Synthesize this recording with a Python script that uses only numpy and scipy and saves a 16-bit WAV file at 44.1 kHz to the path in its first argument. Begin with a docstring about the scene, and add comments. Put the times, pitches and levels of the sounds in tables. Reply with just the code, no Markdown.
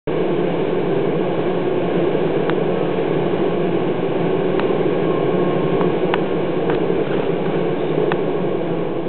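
"""A dense hum of honeybees fanning at the hive entrance, close to a hand-held camera's microphone.
Dozens of wingbeats merge and the entrance recess colours them, over stirred air and outdoor rumble.
Dry taps ring the landing board; now and then one bee darts past or whines above the crowd.
The hand shifting on the camera thumps softly, and late on faint scuffs rustle on the board."""
import sys
import numpy as np
from scipy import signal
from scipy.fft import rfft, irfft, next_fast_len
from scipy.io import wavfile
from scipy.ndimage import map_coordinates

SR = 44100
rng = np.random.default_rng(int(sys.argv[2]) if len(sys.argv) > 2 else 0)


def int16_out(signal):
    """Quantize to a 16-bit WAV file."""
    q = np.round(np.clip(np.atleast_2d(signal).T, -1, 1) * 32767)
    wavfile.write(sys.argv[1], SR, q.astype(np.int16))


N = 400428
TIME = np.arange(N) / SR
TOP_HZ = 4404  # upper edge of the camera's band


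def amp(db):
    return 10 ** (np.asarray(db) / 20)


def unit_rms(x):
    return x / np.sqrt(np.mean(x ** 2) + 1e-20)


def unit_peak(x):
    return x / np.abs(x).max()


def db_at(spectrum, hz):
    """A spectrum's level at hz, read on a log frequency axis."""
    freqs, levels = np.transpose(spectrum)
    return np.interp(np.log(hz + 1), np.log(freqs), levels)


def curves(rows):
    """Each column after the time, interpolated to every sample."""
    times, *columns = np.transpose(rows)
    return [np.interp(TIME, times, column) for column in columns]


def wobble(rate, size=4000):
    """A smooth random curve, rate knots a second."""
    coarse = np.linspace(0, TIME[-1], size)
    curve = map_coordinates(rng.standard_normal(size), [coarse * rate], mode="mirror")
    return np.interp(TIME, coarse, curve)


def swell(when, half_length):
    """A bell-shaped rise and fall."""
    return np.exp(-((TIME - when) / half_length) ** 2)


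def filtered(x, gain):
    """x times a gain that depends on frequency."""
    size = next_fast_len(N + 8192)
    return irfft(rfft(x, size) * gain(np.fft.rfftfreq(size, 1 / SR)), size)[:N]


def noise(spectrum):
    """Coloured noise of rms 1."""
    return unit_rms(filtered(rng.standard_normal(N), lambda hz: amp(db_at(spectrum, hz))))


def wingbeat(pitch, harmonics=32, size=2048):
    """One bee's stroke, its overtones scattered in phase by the recess, repeated at its pitch."""
    phases = 2 * np.pi * rng.random(harmonics)
    stroke = unit_rms(irfft(np.r_[0, np.exp(1j * phases)], size))
    position = np.cumsum(pitch) * (size / SR)
    return stroke[position.astype(int) % size]


# smooth colour of the wingbeats at the microphone: (frequency [Hz], gain [dB])
WING_COLOUR = [(100, -12), (175, -4.5), (260, -6), (390, 1), (520, -6), (620, -11), (870, -16), (1250, -30),
               (1900, -32), (2700, -28.5), (3300, -31), (3800, -36), (4300, -40.5)]
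# resonances of the entrance recess: (centre [Hz], width [Hz], lift [dB])
RECESS_RESONANCES = [(436, 43, 2.5), (696, 22, 2.5), (1096, 44, 9), (1602, 130, 11), (2310, 170, 7.5),
                     (2885, 80, 4.5)]
def recess(hz):
    """Gain from the wings, through the resonant recess, to the microphone."""
    lift_db = sum(db * np.exp(-.5 * ((hz - centre) / width) ** 2)
                  for centre, width, db in RECESS_RESONANCES)
    return amp(db_at(WING_COLOUR, hz) + lift_db)


# groups of bees at the entrance: (wingbeat [Hz], spread [Hz], relative level [dB])
BEE_GROUPS = [(146.14, 12, -3), (174.2, 9, -1.5), (211.3, 14, -8)]
# how hard the crowd fans, before trim: (time [s], hum level [dB], wing-edge buzz level [dB])
FANNING_EFFORT = [(0.25, -19, -36), (1.2, -19.5, -38), (2.43, -18.5, -36.5), (3.26, -19, -37),
                  (5.64, -18, -36), (6.5, -20, -38.5), (7.26, -20, -37.5), (7.82, -20, -38),
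                  (9.05, -22, -43.5)]
def colony(bees_per_group=14, drift=.033, tremor=.012, swell_db=3,
           split_hz=1250, hum_trim_db=.39, buzz_trim_db=-1):
    """The crowd at close range: each bee drifts about its own pitch and fans harder or softer."""
    wings = np.zeros(N)
    for beat_hz, spread_hz, db in BEE_GROUPS:
        for own_hz in beat_hz + spread_hz * np.linspace(-1, 1, bees_per_group) * np.sqrt(2):
            pitch = own_hz * (1 + drift * wobble(rate=2.5) + tremor * wobble(rate=22))
            wings += amp(db + swell_db * wobble(rate=4)) * wingbeat(pitch)
    low_share = lambda hz: 1 / (1 + (hz / split_hz) ** 10)
    hum = unit_rms(filtered(wings, lambda hz: recess(hz) * low_share(hz)))
    buzz = unit_rms(filtered(wings, lambda hz: recess(hz) * (1 - low_share(hz))))
    hum_db, buzz_db = curves(FANNING_EFFORT)
    return amp(hum_db + hum_trim_db) * hum + amp(buzz_db + buzz_trim_db) * buzz


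# air around the microphone: (frequency [Hz], relative level [dB])
AIR_SPECTRUM = [(20, -8), (45, -5), (90, -1.5), (230, -1), (450, 1.5), (900, -6), (1400, -13.5),
                (3000, -16), (3800, -21), (4400, -29)]
def draught(level_db=-33, flutter_db=2):
    """Air stirred by the wings, over the low outdoor rumble."""
    return amp(level_db + flutter_db * wobble(rate=6.1)) * noise(AIR_SPECTRUM)


# modes of the landing board: (frequency [Hz], relative level [dB])
BOARD_MODES = [(670, -6), (830, 2), (960, 2.5), (1200, -2), (1490, 0.5), (1760, -2.5), (2170, -10.5),
               (2570, -2.5), (3280, -4), (3620, -11.5)]
# taps on the board: (time [s], strength [dB], most excited frequency [Hz], ring t60 [s])
BOARD_TAPS = [(1.821, -20, 1500, 0.0092), (2.276, -20, 1304, 0.0092), (2.436, -20, 2000, 0.0078),
              (2.4965, -3.5, 1600, .007), (4.596, -2.5, 1794, 0.0071), (5.812, -6, 500, 0.013),
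              (6.1392, 2, 1100, .017), (6.699, -7.5, 1050, 0.022), (6.722, -16, 1500, .014),
              (6.749, -12.5, 2300, 0.013), (7.459, -14, 900, .025), (8.1188, -1.5, 1250, 0.014)]
def taps(reach_octaves=1.07, attack_s=.00024, radiate_hz=640,
         crack_db=-4, crack_t60=.007, crack_reach=1.4, tail_db=-27, tail_t60=.09):
    """Each tap cracks and rings the modes near its contact frequency; the recess adds a short tail."""
    track = np.zeros(N + SR)
    t = np.arange(SR // 8) / SR
    for when, db, contact_hz, t60 in BOARD_TAPS:
        excited = lambda hz: np.exp(-.5 * (np.log2(hz / contact_hz) / reach_octaves) ** 2)
        modes = sum(amp(level) * excited(hz) * np.sin(2 * np.pi * hz * t) for hz, level in BOARD_MODES)
        ring = modes * amp(-60 * t / t60) * (1 - np.exp(-t / attack_s))
        lowpass = signal.butter(2, min(crack_reach * contact_hz, TOP_HZ), fs=SR)
        crack = signal.lfilter(*lowpass, rng.standard_normal(len(t))) * amp(-60 * t / crack_t60)
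        reflections = rng.standard_normal(len(t)) * amp(-60 * t / tail_t60)
        tail = signal.fftconvolve(ring, reflections)[:len(t)]
        tap = unit_peak(ring) + amp(crack_db) * unit_peak(crack) + amp(tail_db) * unit_peak(tail)
        track[round(when * SR):][:len(t)] += amp(db) * tap
    # a small board radiates hardly any bass
    return filtered(track[:N], lambda hz: 1 - 1 / (1 + (hz / radiate_hz) ** 10))


def lone_bee(pitch, partials, tremor):
    """One bee's partials, (pitch multiple, level [dB]), follow its trembling pitch."""
    phase = 2 * np.pi * np.cumsum(pitch * (1 + tremor * wobble(rate=40))) / SR
    return np.sqrt(2) * sum(amp(db) * np.sin(multiple * phase) for multiple, db in partials)


def fly_by(when, half_length, hz, db, partials, sag_octaves_per_s):
    """A bee passing the microphone swells and fades while its pitch sinks."""
    pitch = hz * 2 ** (-sag_octaves_per_s * (TIME - when))
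    return amp(db) * swell(when, half_length) * lone_bee(pitch, partials, tremor=.007)


# bees darting past: (time when nearest [s], half-length [s], nominal overtone [Hz], level [dB])
DARTS = [(2.834, 0.11, 1284, -42.5), (4.72, 0.071, 1060, -34.5), (6.3, 0.072, 1423, -43.5),
         (7.461, .07, 837, -35.5), (8.71, .06, 1400, -49)]
def darting_bees():
    """Each reaches the microphone as one high overtone, just under its nominal pitch."""
    return sum(fly_by(*dart, partials=[(.99, 0)], sag_octaves_per_s=.35) for dart in DARTS)


# handling noise at the camera body: (time [s], peak level [dB], pitch [Hz])
HAND_THUMPS = [(4.38, -35, 85.5), (5.75, -30.5, 45.2), (6.14, -39, 70.7), (6.35, -38, 65),
               (6.75, -34, 42.6), (6.97, -38, 85), (7.2, -38, 44.6)]
def handling(half_length_s=.028):
    """The hand shifts on the camera: soft low thumps."""
    return sum(amp(db) * swell(when, half_length_s) * np.sin(2 * np.pi * hz * (TIME - when))
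               for when, db, hz in HAND_THUMPS)


# one bee near the microphone: (time [s], strongest overtone [Hz], level before trim [dB])
FANNER_WHINE = [(5.03, 1108, -36.5), (5.16, 1050, -30), (5.26, 1087, -38.5), (5.7, 1072, -36),
                (5.704, 1073, -41), (5.84, 1121, -35), (5.886, 1118, -41), (5.922, 1106, -34),
                (5.94, 1040, -44)]
def near_fanner(trim_db=-.5, fade_s=.03):
    """A fanning bee stands out from the crowd by one wavering overtone, fading in and out."""
    pitch, db = curves(FANNER_WHINE)
    start, end = FANNER_WHINE[0][0], FANNER_WHINE[-1][0]
    fade = np.clip(np.minimum(TIME - start, end - TIME) / fade_s, 0, 1)
    return fade * amp(db + trim_db) * lone_bee(pitch, partials=[(1, 0)], tremor=.004)


# tone of a bee in flight: (harmonic [number], gain [dB])
FLIGHT_HARMONICS = [(1, -11.5), (2, 5), (3, -8), (4, -19), (5, -20), (7, -27.5)]
# flights by the board: (time when nearest [s], half-length [s], wingbeat [Hz], base level [dB])
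BOARD_FLIGHTS = [(6.74, .27, 229, -32), (7.72, .1, 225, -30), (8.03, 0.1, 213, -27.5)]
def flying_bees():
    """Bees on the wing near the board, heard mainly by their second harmonic."""
    return sum(fly_by(*flight, FLIGHT_HARMONICS, sag_octaves_per_s=.08) for flight in BOARD_FLIGHTS)


# a scuff's scrape and its thin hiss, each: (frequency [Hz], relative level [dB])
SCRAPE_SPECTRUM = [(600, -35), (850, -7.5), (1100, -4.5), (1500, 1), (2000, -13), (3000, -10), (4300, -26)]
HISS_SPECTRUM = [(2500, -32.5), (3300, -13.5), (3630, 1.5), (3900, -10.5), (4400, -28)]
# scuffs on the board: (time [s], half-length [s], scrape level [dB], hiss level [dB])
BOARD_SCUFFS = [(6.72, 0.038, -34, -50), (7.15, .14, -36.5, -52.5), (7.54, .075, -36.5, -49.5),
                (7.86, .1, -44, -45)]
def scuffs(grain_db=4):
    """Light rubbing that catches and slips; each stroke swells and dies away."""
    catch = amp(grain_db * wobble(rate=180))
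    scrape = unit_rms(catch * noise(SCRAPE_SPECTRUM))
    hiss = unit_rms(catch * noise(HISS_SPECTRUM))
    return sum(swell(when, half_length) * (amp(scrape_db) * scrape + amp(hiss_db) * hiss)
               for when, half_length, scrape_db, hiss_db in BOARD_SCUFFS)


def scene():
    """Everything at the hive entrance, on one close microphone."""
    bees = colony() + near_fanner() + darting_bees() + flying_bees()
    return (bees + taps() + scuffs() + handling() + draught())[None]


# treble roll-off of the camera: (frequency [Hz], gain [dB])
CAMERA_RESPONSE = [(3500, 0), (3800, -2.5), (4050, -6.5), (4400, -19.5)]
def record(dry, silent_s=.072, offset=.042, ceiling=.72):
    """The sound begins after a moment of silence, sits slightly off zero, rounds peaks and keeps a narrow band."""
    begun = (dry[0] + offset) * np.clip((TIME - silent_s) / .003, 0, 1)
    rounded = begun / (1 + np.abs(begun / ceiling) ** 6) ** (1 / 6)
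    band = lambda hz: np.clip((TOP_HZ - hz) / 200 + .5, 0, 1)
    return filtered(rounded, lambda hz: amp(db_at(CAMERA_RESPONSE, hz)) * band(hz))[None]


dry = scene()
out = record(dry)
int16_out(out)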